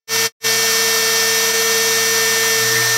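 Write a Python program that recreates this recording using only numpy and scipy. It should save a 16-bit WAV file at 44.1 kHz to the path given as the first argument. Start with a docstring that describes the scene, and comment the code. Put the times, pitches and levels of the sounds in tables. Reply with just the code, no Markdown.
"""An engraving spindle whines at about 27,000 rpm, close to a mono microphone, while its fine cutter
scrapes through a metal plate. Mains ripple puts side tones around the whine, cooling air rushes, and
the feed drive hums until the stroke ends with a rasp. The sound fades in with a few dry ticks, drops
to silence for a moment and comes back. Halfway through, the level dips briefly with a soft thud."""
import sys
import numpy as np
from scipy import signal
from scipy.fft import rfft, irfft, next_fast_len
from scipy.io import wavfile
from scipy.ndimage import uniform_filter1d, map_coordinates

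SR = 44100
rng = np.random.default_rng(int(sys.argv[2]) if len(sys.argv) > 2 else 0)


def wav_record(signal):
    """Record a signal, one row per channel, as 16-bit PCM in the file named by sys.argv[1]."""
    frames = np.transpose(np.atleast_2d(signal))
    bounded = np.clip(frames, -1, 1)
    # unit amplitude maps onto the largest positive 16-bit level
    quanta = np.round(bounded * 32767).astype(np.int16)
    wavfile.write(sys.argv[1], SR, quanta)


N = 130977

RIPPLE_HZ = 120
DIP_S, DIP_DB = 1.529, -3.5
# Mains hum. Each row: time in seconds, level in dB.
HUM_LEVEL = [(.47, -39.5), (.78, -46.5), (1.0, -43.5), (1.57, -46.5), (2.1, -42), (2.53, -42.5),
             (2.66, -32), (2.81, -30), (2.96, -33)]


def amp(db):
    """Decibels to gain."""
    return 10 ** (np.asarray(db) / 20)


def unit(x):
    """Scale to rms 1."""
    return x / np.sqrt(np.mean(x ** 2) + 1e-20)


def clock():
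    """Time of each sample in seconds."""
    return np.arange(N) / SR


def curve(rows):
    """Rows of seconds and value, joined by straight lines."""
    return np.interp(clock(), *np.transpose(rows))


def wobble(rate):
    """A smooth random curve, rate knots a second."""
    return map_coordinates(rng.standard_normal(8192), [clock() * rate], mode="wrap")


def filtered(x, response):
    """x through a filter given as gain against Hz."""
    size = next_fast_len(N + 8192)
    return irfft(rfft(x, size) * response(np.fft.rfftfreq(size, 1 / SR)), size)[:N]


def coloured(x, points):
    """x shaped by rows of Hz and dB, at rms 1."""
    freqs, db = np.transpose(points)
    return unit(filtered(x, lambda hz: amp(np.interp(np.log(hz + 1), np.log(freqs + 1), db))))


def tone(cycles, flutter_db=1, drift=.025):
    """A partial near rms 1 that flutters in level and drifts in phase (drift in cycles)."""
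    flutter = amp(flutter_db * wobble(21.84))
    return np.sqrt(2) * flutter * np.sin(2 * np.pi * (cycles + rng.random() + drift * wobble(14)))


def spindle(turns):
    """The shaft whines at its orders, whole multiples of its turning rate."""
    # The orders that swell and fade. Each row: time in seconds, level in dB.
    order_1 = [(0.47, -26), (1.53, -25), (1.545, -23), (1.78, -23), (1.99, -25.5), (2.8, -24.5),
               (2.83, -31.5), (2.95, -29)]
    order_4 = [(0.47, -25), (1.34, -23.5), (1.48, -25), (1.97, -24.5), (2.3, -22), (2.56, -22.5),
               (2.95, -20)]
    order_5 = [(0.47, -28), (0.7, -29), (1.5, -30), (2.1, -29.5), (2.6, -30.5), (2.72, -38), (2.95, -36)]
    order_6 = [(0.47, -31), (1.41, -32.5), (2.6, -32.5), (2.7, -39.5), (2.95, -35)]
    order_7 = [(1.0, -32.5), (2.1, -38), (2.4, -34.5), (2.6, -35), (2.68, -47)]
    order_9 = [(.47, -48), (.8, -37), (1.1, -50), (2.0, -46), (2.87, -32.5)]
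    order_12 = [(0.47, -27), (1.0, -27), (1.32, -26.5), (1.42, -30.5), (2.0, -30.5), (2.5, -33),
                (2.72, -25.5), (2.8, -34), (2.87, -25), (2.96, -31)]
    order_13 = [(0.48, -23), (1.04, -24), (2.02, -23), (2.89, -25), (2.95, -22.5)]
    order_24 = [(.47, -41), (1.0, -39), (2.3, -43), (2.55, -41), (2.7, -50)]
    order_26 = [(.47, -34.5), (1.0, -33.5), (1.9, -34.5), (2.7, -36), (2.95, -42)]
    # Weaker, steady orders. Each row: order, level in dB.
    steady_orders = [(2, -47.5), (3, -38), (8, -33.5), (10, -46), (16, -37.5), (18, -38)]
    lowest_db = curve(order_1) + DIP_DB * dip()  # sags further than the rest of the machine
    whine = amp(lowest_db) * tone(turns, flutter_db=.7, drift=.004)
    for order, level in [(4, order_4), (5, order_5), (6, order_6), (7, order_7), (9, order_9),
                         (13, order_13), (24, order_24), (26, order_26)]:
        whine += amp(curve(level)) * tone(order * turns, flutter_db=.54, drift=.012)
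    whine += amp(curve(order_12)) * tone(12 * turns, flutter_db=.8, drift=.012)
    for order, db in steady_orders:
        whine += amp(db) * tone(order * turns, flutter_db=1.3, drift=.0018 * order)
    return whine


def side_tones(turns):
    """Mains ripple sets tones beside the shaft orders, whole ripple steps away."""
    # The main side tone, two steps above order 4. Each row: time in seconds, level in dB.
    main_level = [(.6, -34), (1.0, -35), (2.1, -35), (2.45, -30), (2.65, -36)]
    # Lesser side tones. Each row: shaft order, offset in ripple steps, level in dB.
    lesser_tones = [(3, 2, -47), (4, -1, -44.5), (5, -3, -47), (5, -1, -44.5), (5, 1, -45), (6, -2, -48.5),
                    (7, -2, -45), (7, 1, -35.5), (8, -3, -44.5), (8, 2, -38.5), (9, -2, -41.5)]
    # They weaken as the stroke ends. Each row: time in seconds, gain in dB.
    weakening = [(2.6, 0), (2.7, -2)]
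    ripple = RIPPLE_HZ * clock()
    below_shaft_db = curve(HUM_LEVEL) - 14  # follows the hum
    tones = amp(below_shaft_db) * tone(turns - ripple, flutter_db=2.5, drift=.01)
    tones += amp(curve(main_level)) * tone(4 * turns + 2 * ripple)
    for order, steps, db in lesser_tones:
        swelling_db = db + curve(weakening) + 2 * wobble(5)
        tones += amp(swelling_db) * tone(order * turns + steps * ripple, flutter_db=1.2, drift=.02)
    return tones


def metallic_edge(turns, per_side=7, step_hz=30, stray_hz=5):
    """Faint, loosely spaced tones ring on both sides of the middle orders."""
    # Tone clusters. Each row: shaft order, typical level of one tone in dB.
    clusters = [(4, -50.5), (5, -49), (7, -52), (8, -51), (9, -49.5), (10, -51)]
    t, ring = clock(), np.zeros(N)
    for order, db in clusters:
        for step in range(-per_side, per_side + 1):
            if step:
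                offset_hz = step * step_hz + stray_hz * rng.standard_normal()
                cycles = order * turns + offset_hz * t
                ring += amp(db) * rng.rayleigh() * np.sin(2 * np.pi * (cycles + rng.random()))
    return ring


def feed_drive(stop_s=2.81, release_s=.028):
    """The feed drive hums on fixed pitches until the stroke ends."""
    # Drive tones. Each row: frequency in Hz, level in dB.
    partials = [(180, -51.5), (212, -40), (318, -47.5), (471, -42)]
    t = clock()
    feeding = np.clip(1 - (t - stop_s) / release_s, 0, 1)
    return feeding * sum(amp(db) * tone(hz * t, flutter_db=.4, drift=.004) for hz, db in partials)


def mains_hum():
    """The mains ripple itself, heard as one low tone."""
    return amp(curve(HUM_LEVEL)) * tone(RIPPLE_HZ * clock(), drift=.005)


def cooling_air(turns, level_db=-19.5, patchy_db=.5, swirl_db=.25):
    """Slightly patchy rushing air, chopped by the rotor."""
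    # Colour of the air and housing. Each row: frequency in Hz, relative level in dB.
    spectrum = [(25, -37.5), (60, -34), (82, -22.5), (105, -30), (150, -23.5), (238, -14), (265, -21),
                (380, -18), (540, -14.5), (680, -1.5), (810, -11.5), (950, -2.5), (1050, -6), (1130, -4),
                (1400, -3), (1600, -8), (1900, -12.5), (2600, -11.5), (3000, -8.5), (3230, -4),
                (3450, -10.5), (3900, -10), (4300, -4.5), (4700, -3), (4950, -7.5), (5250, 2), (5450, -6.5),
                (5650, -2.5), (6000, -9), (6250, -2.5), (6600, -5.5), (7200, -5.5), (7800, -10), (8500, -7),
                (9500, -13), (10000, -13), (10500, -17.5), (11000, -11.5), (11500, -9.5), (13000, -10),
                (14500, -14), (15700, -17.5)]
    # The rotor's chop. Each row: shaft order, depth as a fraction.
    rotor_chop = [(2, 0.045), (8, 0.042)]
    spectrogram = signal.stft(rng.standard_normal(N), nperseg=512)[2]
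    patches = uniform_filter1d(rng.standard_normal(spectrogram.shape), size=7, axis=0)  # across pitch
    patches = uniform_filter1d(patches, size=10, axis=1)  # across time
    rush = signal.istft(spectrogram * amp(patchy_db * unit(patches)), nperseg=512)[1][:N]
    chop = 1 + sum(depth * np.sin(2 * np.pi * order * turns) for order, depth in rotor_chop)
    return amp(level_db + swirl_db * wobble(120)) * coloured(rush * chop, spectrum)


def cutter_scrape():
    """The tip rubs through the plate, and the friction noise rings the cutter's steep resonances."""
    # Cutter resonances. Each row: centre in Hz, width in Hz, relative level in dB.
    resonances = [(4364, 200, -2.5), (4650, 240, 1.5), (5190, 260, -0.5)]
    # Strength of the scrape. Each row: time in seconds, level in dB.
    level = [(.2, -25), (.9, -26.5), (1.35, -28), (1.55, -28.5), (2.1, -30), (2.5, -29), (2.95, -36)]

    def response(hz):
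        return sum(amp(db) * (2j * hz * width / (centre ** 2 - hz ** 2 + 2j * hz * width)) ** 2
                   for centre, width, db in resonances)

    return amp(curve(level)) * unit(filtered(rng.standard_normal(N), response))


def ticks(width_s=.000055, low_cut_hz=600):
    """Very short, dry ticks without bass."""
    # Each row: time of a tick in seconds, peak in dB ahead of the low cut.
    peaks = [(.0955, 1.5), (.129, -5), (.1623, -2), (.1668, -6), (.1712, -8), (.2285, -7), (.4672, -1),
             (.5005, -8)]
    pulses = sum(amp(db) * np.exp(-((clock() - at_s) / width_s) ** 2) for at_s, db in peaks)
    return filtered(pulses, lambda hz: (1j * hz / (low_cut_hz + 1j * hz)) ** 2)


def dip(width_s=.009):
    """The bell shape of the brief sag in level, from 0 to 1."""
    return np.exp(-((clock() - DIP_S) / width_s) ** 2)


def thud(gain_db=-31, width_s=.0025):
    """One soft, low thud during the brief dip in level."""
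    offset = (clock() - DIP_S) / width_s
    return amp(gain_db) * (np.exp(-offset ** 2) - np.exp(-(offset / 2) ** 2) / 2)


def cutter_rasp(width_hz=250):
    """The tip rasps as the stroke ends: a narrow band of noise that swells and climbs in pitch."""
    # Pitch of the rasp. Each row: time in seconds, centre in Hz.
    pitch = [(2.74, 1880), (2.83, 2130), (2.96, 2050)]
    # Its swell. Each row: time in seconds, level in dB.
    level = [(2.35, -55), (2.64, -34), (2.71, -32), (2.77, -23), (2.82, -26), (2.86, -31), (2.96, -36)]

    def shiver():
        return filtered(rng.standard_normal(N), lambda hz: 1 / (1 + (hz / width_hz) ** 2))

    phase = 2 * np.pi * np.cumsum(curve(pitch)) / SR
    return amp(curve(level)) * unit(shiver() * np.cos(phase) + shiver() * np.sin(phase))


def scene():
    """The whole machine from close by, alike in both channels."""
    # Shaft speed. Each row: time in seconds, turns a second.
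    shaft_speed = [(0, 450.4), (.25, 450.5), (.46, 450.6), (.63, 451.4), (.95, 450.5), (1.15, 450.85),
                   (1.27, 450.45), (1.45, 452), (1.67, 452.95), (1.82, 452.2), (2.15, 451.3), (2.4, 450.65),
                   (2.73, 450.45), (2.96, 451.4)]
    # The fade-in, the moment of silence and the return. Each row: time in seconds, gain in dB.
    fades = [(.07, -80), (.076, -30), (.088, -18), (.11, -6.5), (.14, -1.5), (.255, -0.5), (.27, -3.5),
             (.286, -20.5), (.298, -31.5), (.32, -50), (.328, -110), (.396, -110), (.404, -43.5),
             (.42, -26), (.438, -16), (.448, -1.5), (.47, -0.54)]
    turns = np.cumsum(curve(shaft_speed)) / SR
    whine = spindle(turns) + side_tones(turns) + metallic_edge(turns)
    machine = whine + feed_drive() + mains_hum() + cooling_air(turns)
    machine += cutter_scrape() + ticks() + cutter_rasp()
    mono = amp(curve(fades) + DIP_DB * dip()) * machine + thud()
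    return np.array([mono, mono])


def record(dry, top_hz=15780):
    """The microphone's band ends in a steep treble cut, 100 Hz wide."""
    return np.array([filtered(ch, lambda hz: np.clip((top_hz - hz) / 100 + .5, 0, 1)) for ch in dry])


dry = scene()
out = record(dry)
wav_record(out)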